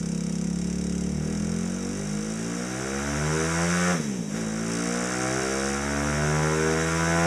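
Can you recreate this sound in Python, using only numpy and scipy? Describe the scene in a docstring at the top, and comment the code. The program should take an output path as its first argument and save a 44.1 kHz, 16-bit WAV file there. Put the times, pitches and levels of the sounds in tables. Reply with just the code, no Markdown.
"""In a workshop, a small single-cylinder four-stroke motorcycle pulls on a rolling road.
It runs steadily, accelerates, drops its revs for a gear change and pulls again.
Each firing sends a pulse out of the exhaust, whose harmonics sweep through the fixed resonances
of pipe and room. Escaping gas rasps, impacts of valve gear and chain ring
the engine cases, and the roller rumbles underneath."""
import sys
import numpy as np
from scipy import signal
from scipy.fft import irfft
from scipy.io import wavfile
from scipy.ndimage import uniform_filter1d

SR = 44100
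rng = np.random.default_rng(int(sys.argv[2]) if len(sys.argv) > 2 else 0)


def digitize_waveform(pressure):
    """Quantize a signal to 16-bit integers and store it at the path in sys.argv[1].

    Rows of a 2-D input are taken as channels; values are limited to [-1, 1].
    """
    field = np.atleast_2d(pressure).T
    bounded = np.clip(field, -1, 1)
    quanta = np.round(bounded * 32767).astype(np.int16)
    wavfile.write(sys.argv[1], SR, quanta)


N = 320166
TIME = np.arange(N) / SR
FFT_SIZE = 32768
HZ = np.fft.rfftfreq(FFT_SIZE, 1 / SR)


def gain_of(db):
    """Amplitude ratio of a level in decibels."""
    return 10 ** (np.asarray(db) / 20)


def unit_rms(x):
    """Normalisation to an overall rms of 1."""
    return x / np.sqrt(np.mean(x ** 2) + 1e-20)


def steadied(x, size=6000):
    """Normalisation by the running rms over size samples."""
    return x / np.sqrt(abs(uniform_filter1d(x ** 2, size)) + 1e-12)


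def spectrum_at(points, hz):
    """Interpolation of a table on a logarithmic frequency axis."""
    frequencies, values = np.transpose(points)
    return np.interp(np.log(hz + 1), np.log(frequencies + 1), values)


def resonances(modes):
    """Steep-sided resonances add in power."""
    return sum(gain_of(db) ** 2 / (1 + (2 * (HZ - hz) / width) ** 2) ** 2 for hz, width, db in modes)


def colour(x, gain):
    """Minimum-phase filtering: every resonance rings after its excitation."""
    log_gain = np.log(np.maximum(gain, 1e-5))
    mirrored = np.r_[log_gain, log_gain[-2:0:-1]]
    response = irfft(np.exp(np.conj(signal.hilbert(mirrored)))[:len(HZ)])
    return signal.oaconvolve(x, response[:FFT_SIZE // 2])[:N]


def per_cycle(turns):
    """Cycle-to-cycle variation: one Gaussian value held for each engine cycle."""
    return rng.standard_normal(N)[np.floor(turns).astype(int) + 2]


def spell(start_s, end_s, ramp_samples):
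    """A trapezoidal gate, 1 between two times."""
    return uniform_filter1d(1. * ((TIME > start_s) & (TIME < end_s)), ramp_samples)


def overrun():
    """A gate that is 1 while the throttle closes for the gear change."""
    return spell(3.935, 4.34, ramp_samples=1000)


# Decay of the room. Each row: frequency in Hz, reverberation time in seconds.
ROOM_DECAY = [(100, 0.32), (1000, 0.74), (4000, 0.18), (12000, 0.02)]

def workshop(x, wet_db, count=1200, spacing=20):
    """Reverberation: sparse reflections of random sign, of which absorption takes the treble first."""
    taps = np.zeros(count * spacing)
    taps[np.arange(count) * spacing + rng.integers(0, spacing, count)] = rng.choice([-1., 1.], count)
    taps[:130] = 0  # 3 ms before the first reflection
    hz, age_s, bands = signal.stft(taps, SR, nperseg=256)
    decay = gain_of(-60 * age_s / spectrum_at(ROOM_DECAY, hz)[:, None])
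    tail = signal.istft(bands * decay, SR, nperseg=256)[1]
    return x + gain_of(wet_db) * signal.oaconvolve(x, tail / np.linalg.norm(tail))[:N]


# Spectrum of tyre, roller and drive. Each row: frequency in Hz, relative level in dB.
RUMBLE_SPECTRUM = [(15, -23), (50, -30), (100, -23.5), (180, -28), (300, -14), (480, -15), (650, -23),
                   (1200, -38.5), (3000, -71)]

def roller(start_db=-51, end_db=-44, overrun_db=6):
    """Rolling noise grows as the roller gathers speed; the slack drive shudders at the gear change."""
    rumble = unit_rms(colour(rng.standard_normal(N), gain_of(spectrum_at(RUMBLE_SPECTRUM, HZ))))
    return rumble * gain_of(np.linspace(start_db, end_db, N) + overrun_db * overrun())


# Modes of cases and fins. Each row: frequency in Hz, width in Hz, dB above the impacts at coupling 1.
CASE_MODES = [(2270, 120, 4), (2760, 90, 2), (3860, 110, 9), (4650, 15, 6), (5570, 110, 8),
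              (6060, 55, 14.5), (6350, 70, 3), (7597, 30, 9), (7850, 40, 4), (8940, 80, 4), (10390, 110, 4)]

def engine_cases(impacts, spectrum, coupling):
    """Modal ringing: the cases add narrow peaks to the broad spectrum of the impacts."""
    peaks = np.sqrt(1 + coupling * resonances(CASE_MODES))
    return colour(impacts, gain_of(spectrum_at(spectrum, HZ)) * peaks)


# Spectrum of chain and gears. Each row: frequency in Hz, relative level in dB.
RATTLE_SPECTRUM = [(200, -21.5), (600, -3), (1000, -7), (1400, -6.5), (1900, -3.5), (2600, -5.5),
                   (3400, -7.5), (4600, -9.5), (5600, 0.5), (6900, -2), (8000, -4.5), (9500, -10),
                   (11500, -18.5), (15000, -33.5)]

def chain_rattle(hits_per_s=2500, grain_db=-1.0):
    """Shot noise: dense random impacts of chain and gears merge into a rattle."""
    hits = (rng.random(N) < hits_per_s / SR) * rng.choice([-1., 1.], N)
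    sizes = gain_of(grain_db * np.minimum(rng.exponential(1, N), 5))
    impacts = unit_rms(hits * sizes) + 0.59 * rng.standard_normal(N)
    return unit_rms(engine_cases(impacts, RATTLE_SPECTRUM, coupling=1))


# Spectrum of the valve gear. Each row: frequency in Hz, relative level in dB.
TICK_SPECTRUM = [(300, -17), (800, -8.5), (1400, 2), (1900, -4.5), (2400, -3), (3400, -8.5), (4600, -4),
                 (5600, 6.5), (8000, 1), (9500, -5), (11500, -22.5), (15000, -38)]

def valve_tick(turns, rate, lead_turns=.39, jitter_turns=0.0033, rise_s=0.00042, decay_s=0.0061):
    """Impact excitation: the valve gear strikes once a cycle and the vibration decays exponentially."""
    cam = turns + lead_turns + jitter_turns * per_cycle(turns + lead_turns + .5)
    age_s = (cam % 1) / rate
    blow = (1 - np.exp(-age_s / rise_s)) * np.exp(-age_s / decay_s) * gain_of(0.2 * per_cycle(cam))
    # the same parts meet in every cycle, so half of each tick repeats the last
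    contact = rng.standard_normal(SR)[(age_s * SR).astype(int)] + rng.standard_normal(N)
    return steadied(engine_cases(blow * contact, TICK_SPECTRUM, coupling=0.53))


# The clatter eases or swells, longest as the clutch slips after the gear change.
# Each row: start in seconds, end in seconds, change of tick in dB, change of rattle in dB.
CLATTER_SWELLS = [(0.474, 0.574, -1.5, -1), (1.093, 1.27, -5.5, 1), (3.3, 3.93, 6, -1),
                  (4.313, 4.412, -6, 3.5), (4.675, 5.762, 6.5, 1)]

def clatter(turns, rate, throttle, rattle_db_per_hz=0.204):
    """Incoherent sources add in power: a tick that fades on the overrun, a rattle rising with speed."""
    tick_db = -43 - 18 * overrun()
    rattle_db = -48 + rattle_db_per_hz * (rate - rate[0]) + 4 * throttle
    for start_s, end_s, more_tick_db, more_rattle_db in CLATTER_SWELLS:
        during = spell(start_s, end_s, ramp_samples=4000)
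        tick_db += more_tick_db * during
        rattle_db += more_rattle_db * during
    level = np.hypot(gain_of(tick_db), gain_of(rattle_db))
    tick_share = (gain_of(tick_db) / level) ** 2
    metal = np.sqrt(tick_share) * valve_tick(turns, rate) + np.sqrt(1 - tick_share) * chain_rattle()
    return level * steadied(workshop(metal, wet_db=-7.5))


# Echoes inside the silencer. Each row: round trip in seconds, reflection coefficient.
BAFFLE_ECHOES = [(.00047, .5), (.00083, .5), (.00139, .25)]

def baffles(x):
    """All-pass dispersion: echoes spread each crack into a short burst without colouring it."""
    for trip_s, reflection in BAFFLE_ECHOES:
        loop = np.r_[1, np.zeros(round(trip_s * SR)), reflection]
        x = signal.lfilter(loop[::-1], loop, x)
    return x


# Spectrum of the escaping gas. Each row: frequency in Hz, relative level in dB.
GAS_SPECTRUM = [(300, -48.5), (600, -1), (900, -10.5), (1130, -1.5), (1400, -0.5), (1800, -1), (2250, -4),
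                (3000, -15), (3900, -12.5), (6000, -33), (12000, -34)]
# Fixed resonances of room and exhaust that ring in the rasp.
# Each row: frequency in Hz, width in Hz, level in dB above the gas spectrum.
RASP_RESONANCES = [(1003, 50, 9), (1330, 110, -1), (1430, 130, 4.5), (1520, 100, 0), (1620, 120, 1),
                   (2200, 200, -3)]

def rasp(turns, rate, throttle, crack_s=6e-5, puff_s=0.001, jitter_s=1e-5, db_per_doubling=11.5):
    """Blowdown: the valve opens with a crack and a turbulent puff; under load the crack dominates."""
    from_crack_s = ((turns + .5) % 1 - .5) / rate + jitter_s * per_cycle(turns + .5)
    crack = np.exp(-(from_crack_s / crack_s) ** 2)
    puff = (1.4 + np.exp(-(turns % 1) / rate / puff_s)) * rng.standard_normal(N)
    response = gain_of(spectrum_at(GAS_SPECTRUM, HZ)) * np.sqrt(1 + resonances(RASP_RESONANCES))
    size = gain_of(-0.5 * per_cycle(turns + .5))
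    bark = steadied(colour(baffles(size * crack), response))
    hiss = steadied(colour(size * puff, response))
    hiss_share = np.clip(np.interp(throttle, [.18, .55], [0.63, .06]) + overrun() / 2, 0, 1)
    gas = np.sqrt(1 - hiss_share) * bark + np.sqrt(hiss_share) * hiss
    level_db = -28 + db_per_doubling * np.log2(throttle)  # grows with the flow through the throttle
    return gain_of(level_db) * steadied(workshop(gas, wet_db=-10))


# The pulse at the valve. Each row: harmonic number, relative level in dB before the effect of load.
PULSE_HARMONICS = [(1, 0.8), (2, 1.86), (3, -3), (4, 1.9), (5, 3.5), (6, 1.6), (7, 1.3), (8, 2), (9, 3)]

def firing_pulses(turns, rate, throttle, pivot_hz=200, sharp_octaves=1.45, knee_hz=530):
    """A Fourier series at the firing rate: pulses are stronger and sharper under load."""
    shut = overrun()  # here the engine fires unevenly and the pulse loses its thump
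    uneven_db = 0.57 + 1.4 * shut
    jitter_turns = 0.0011 + 0.003 * shut
    sharp_db = -18.5 + 20.5 * throttle  # above the pivot
    thump_db = -7 - 1.5 * throttle - 6.5 * shut  # below the pivot
    strength = gain_of(-29 + 7.5 * throttle + uneven_db * per_cycle(turns + .5))
    angle = 2 * np.pi * (turns + jitter_turns * uniform_filter1d(per_cycle(turns + .5), 200))
    pulses = np.zeros(N)
    for k in np.arange(1, 33):
        octaves = np.log2(k * rate / pivot_hz)
        load_db = sharp_db * np.clip(octaves / sharp_octaves, 0, 1) + thump_db * np.clip(-octaves, 0, 1)
        # a light throttle lets out a rounder pulse, weaker above the knee
        load_db += 0.76 * np.minimum(sharp_db, 0) * np.clip(k * rate / knee_hz - 1, 0, .2)
        # the pipe draws out the body of the pulse; its sharp edge stays compact
        lag_rad = 0.1593 * (min(k, 14) - 6.57) ** 2
        shape_db = spectrum_at(PULSE_HARMONICS, k) * (1 - shut)
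        pulses -= gain_of(shape_db + load_db) * np.cos(k * angle - lag_rad)
    return uniform_filter1d(strength, 200) * pulses


# Modes of pipe and workshop. Each row: frequency in Hz, width in Hz, peak gain in dB.
PIPE_ROOM_MODES = [(40, 6.1, -10), (49.7, 14, -10), (73, 8.9, -1.5), (83.1, 12, -3.5), (96.5, 9.3, -8),
                   (111.5, 4.6, -8.5), (126.9, 5.9, -4.5), (151.2, 9.5, 1), (173.3, 31, -0.6),
                   (204.1, 6.3, -3.5), (215.8, 36, -3.5), (237.7, 7.4, -5), (287.9, 11.3, -6.5),
                   (316.5, 23, -10), (337, 43, -11), (374.7, 6, -8.5), (393.8, 18.4, -5), (427, 8.1, -13),
                   (474.9, 31, -4.5), (510.1, 19, -9), (540.5, 17.7, -9), (592, 5.3, -20.5), (643, 35, -12),
                   (667.3, 15, -12), (718.6, 20, -14), (759.6, 28, -12), (805.4, 40, -19), (845, 27, -16.5),
                   (932, 61.3, -22.5), (991, 35.5, -18)]
# Broad boom of the pipe on the overrun. 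Each row: frequency in Hz, width in Hz, peak gain in dB.
BURBLE_MODES = [(183, 120, 1.5), (438, 183, -7.5)]

def exhaust(turns, rate, throttle):
    """Forced resonance: each harmonic of the pulses swells as it crosses a mode of pipe or room."""
    pulses = firing_pulses(turns, rate, throttle)
    shut = overrun()
    drone = colour(pulses * (1 - shut), np.sqrt(resonances(PIPE_ROOM_MODES)))
    burble = colour(pulses * shut, np.sqrt(resonances(BURBLE_MODES)))
    return drone + burble


# Engine speed. Each row: time in seconds, firing rate in Hz.
FIRING_RATE = [(0.0, 33.59), (0.38, 33.95), (0.75, 35.84), (1.03, 35.58), (1.25, 39.3), (2.15, 51.77),
               (2.5, 57.74), (3.1, 72.44), (3.72, 87.7), (3.92, 89.5), (3.98, 79.44), (4.3, 48.68),
               (4.37, 56.65), (4.47, 53.79), (5.35, 64.94), (6.2, 74.63), (6.98, 82.54), (7.26, 84.54)]
# Engine load. Each row: time in seconds, throttle opening from 0 to 1.
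THROTTLE_OPENING = [(0, .08), (1.1, 0.17), (1.25, 0.26), (2.35, 0.34), (3.1, 0.64), (3.55, 0.77), (3.91, 1),
                    (4.01, 0.35), (4.27, 0.1), (4.35, 0.44), (4.48, 0.41), (5.25, 0.74), (5.7, 0.67),
                    (6.3, 0.81), (6.85, 0.82), (7.26, 0.99)]

def scene():
    """Superposition: the engine's sounds share one crankshaft and throttle, over the roller's rumble."""
    rate = np.interp(TIME, *np.transpose(FIRING_RATE))
    throttle = np.interp(TIME, *np.transpose(THROTTLE_OPENING))
    turns = np.cumsum(rate) / SR - .33  # camshaft turns, one for each firing
    engine = turns, rate, throttle
    bike = exhaust(*engine) + rasp(*engine) + clatter(*engine) + roller()
    return np.array([bike, bike])


def record(dry, notch_hz=4225, notch_width_hz=330, cutoff_hz=15150):
    """Linear filtering: a narrow notch in the treble and a steep band limit."""
    notch = abs(HZ - notch_hz) / np.hypot(HZ - notch_hz, notch_width_hz)
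    notched = np.array([colour(channel, notch) for channel in dry])
    lowpass = signal.firwin(511, cutoff_hz, window=("kaiser", 9), fs=SR)
    return signal.oaconvolve(notched, lowpass[None], "same")


dry = scene()
out = record(dry)
digitize_waveform(out)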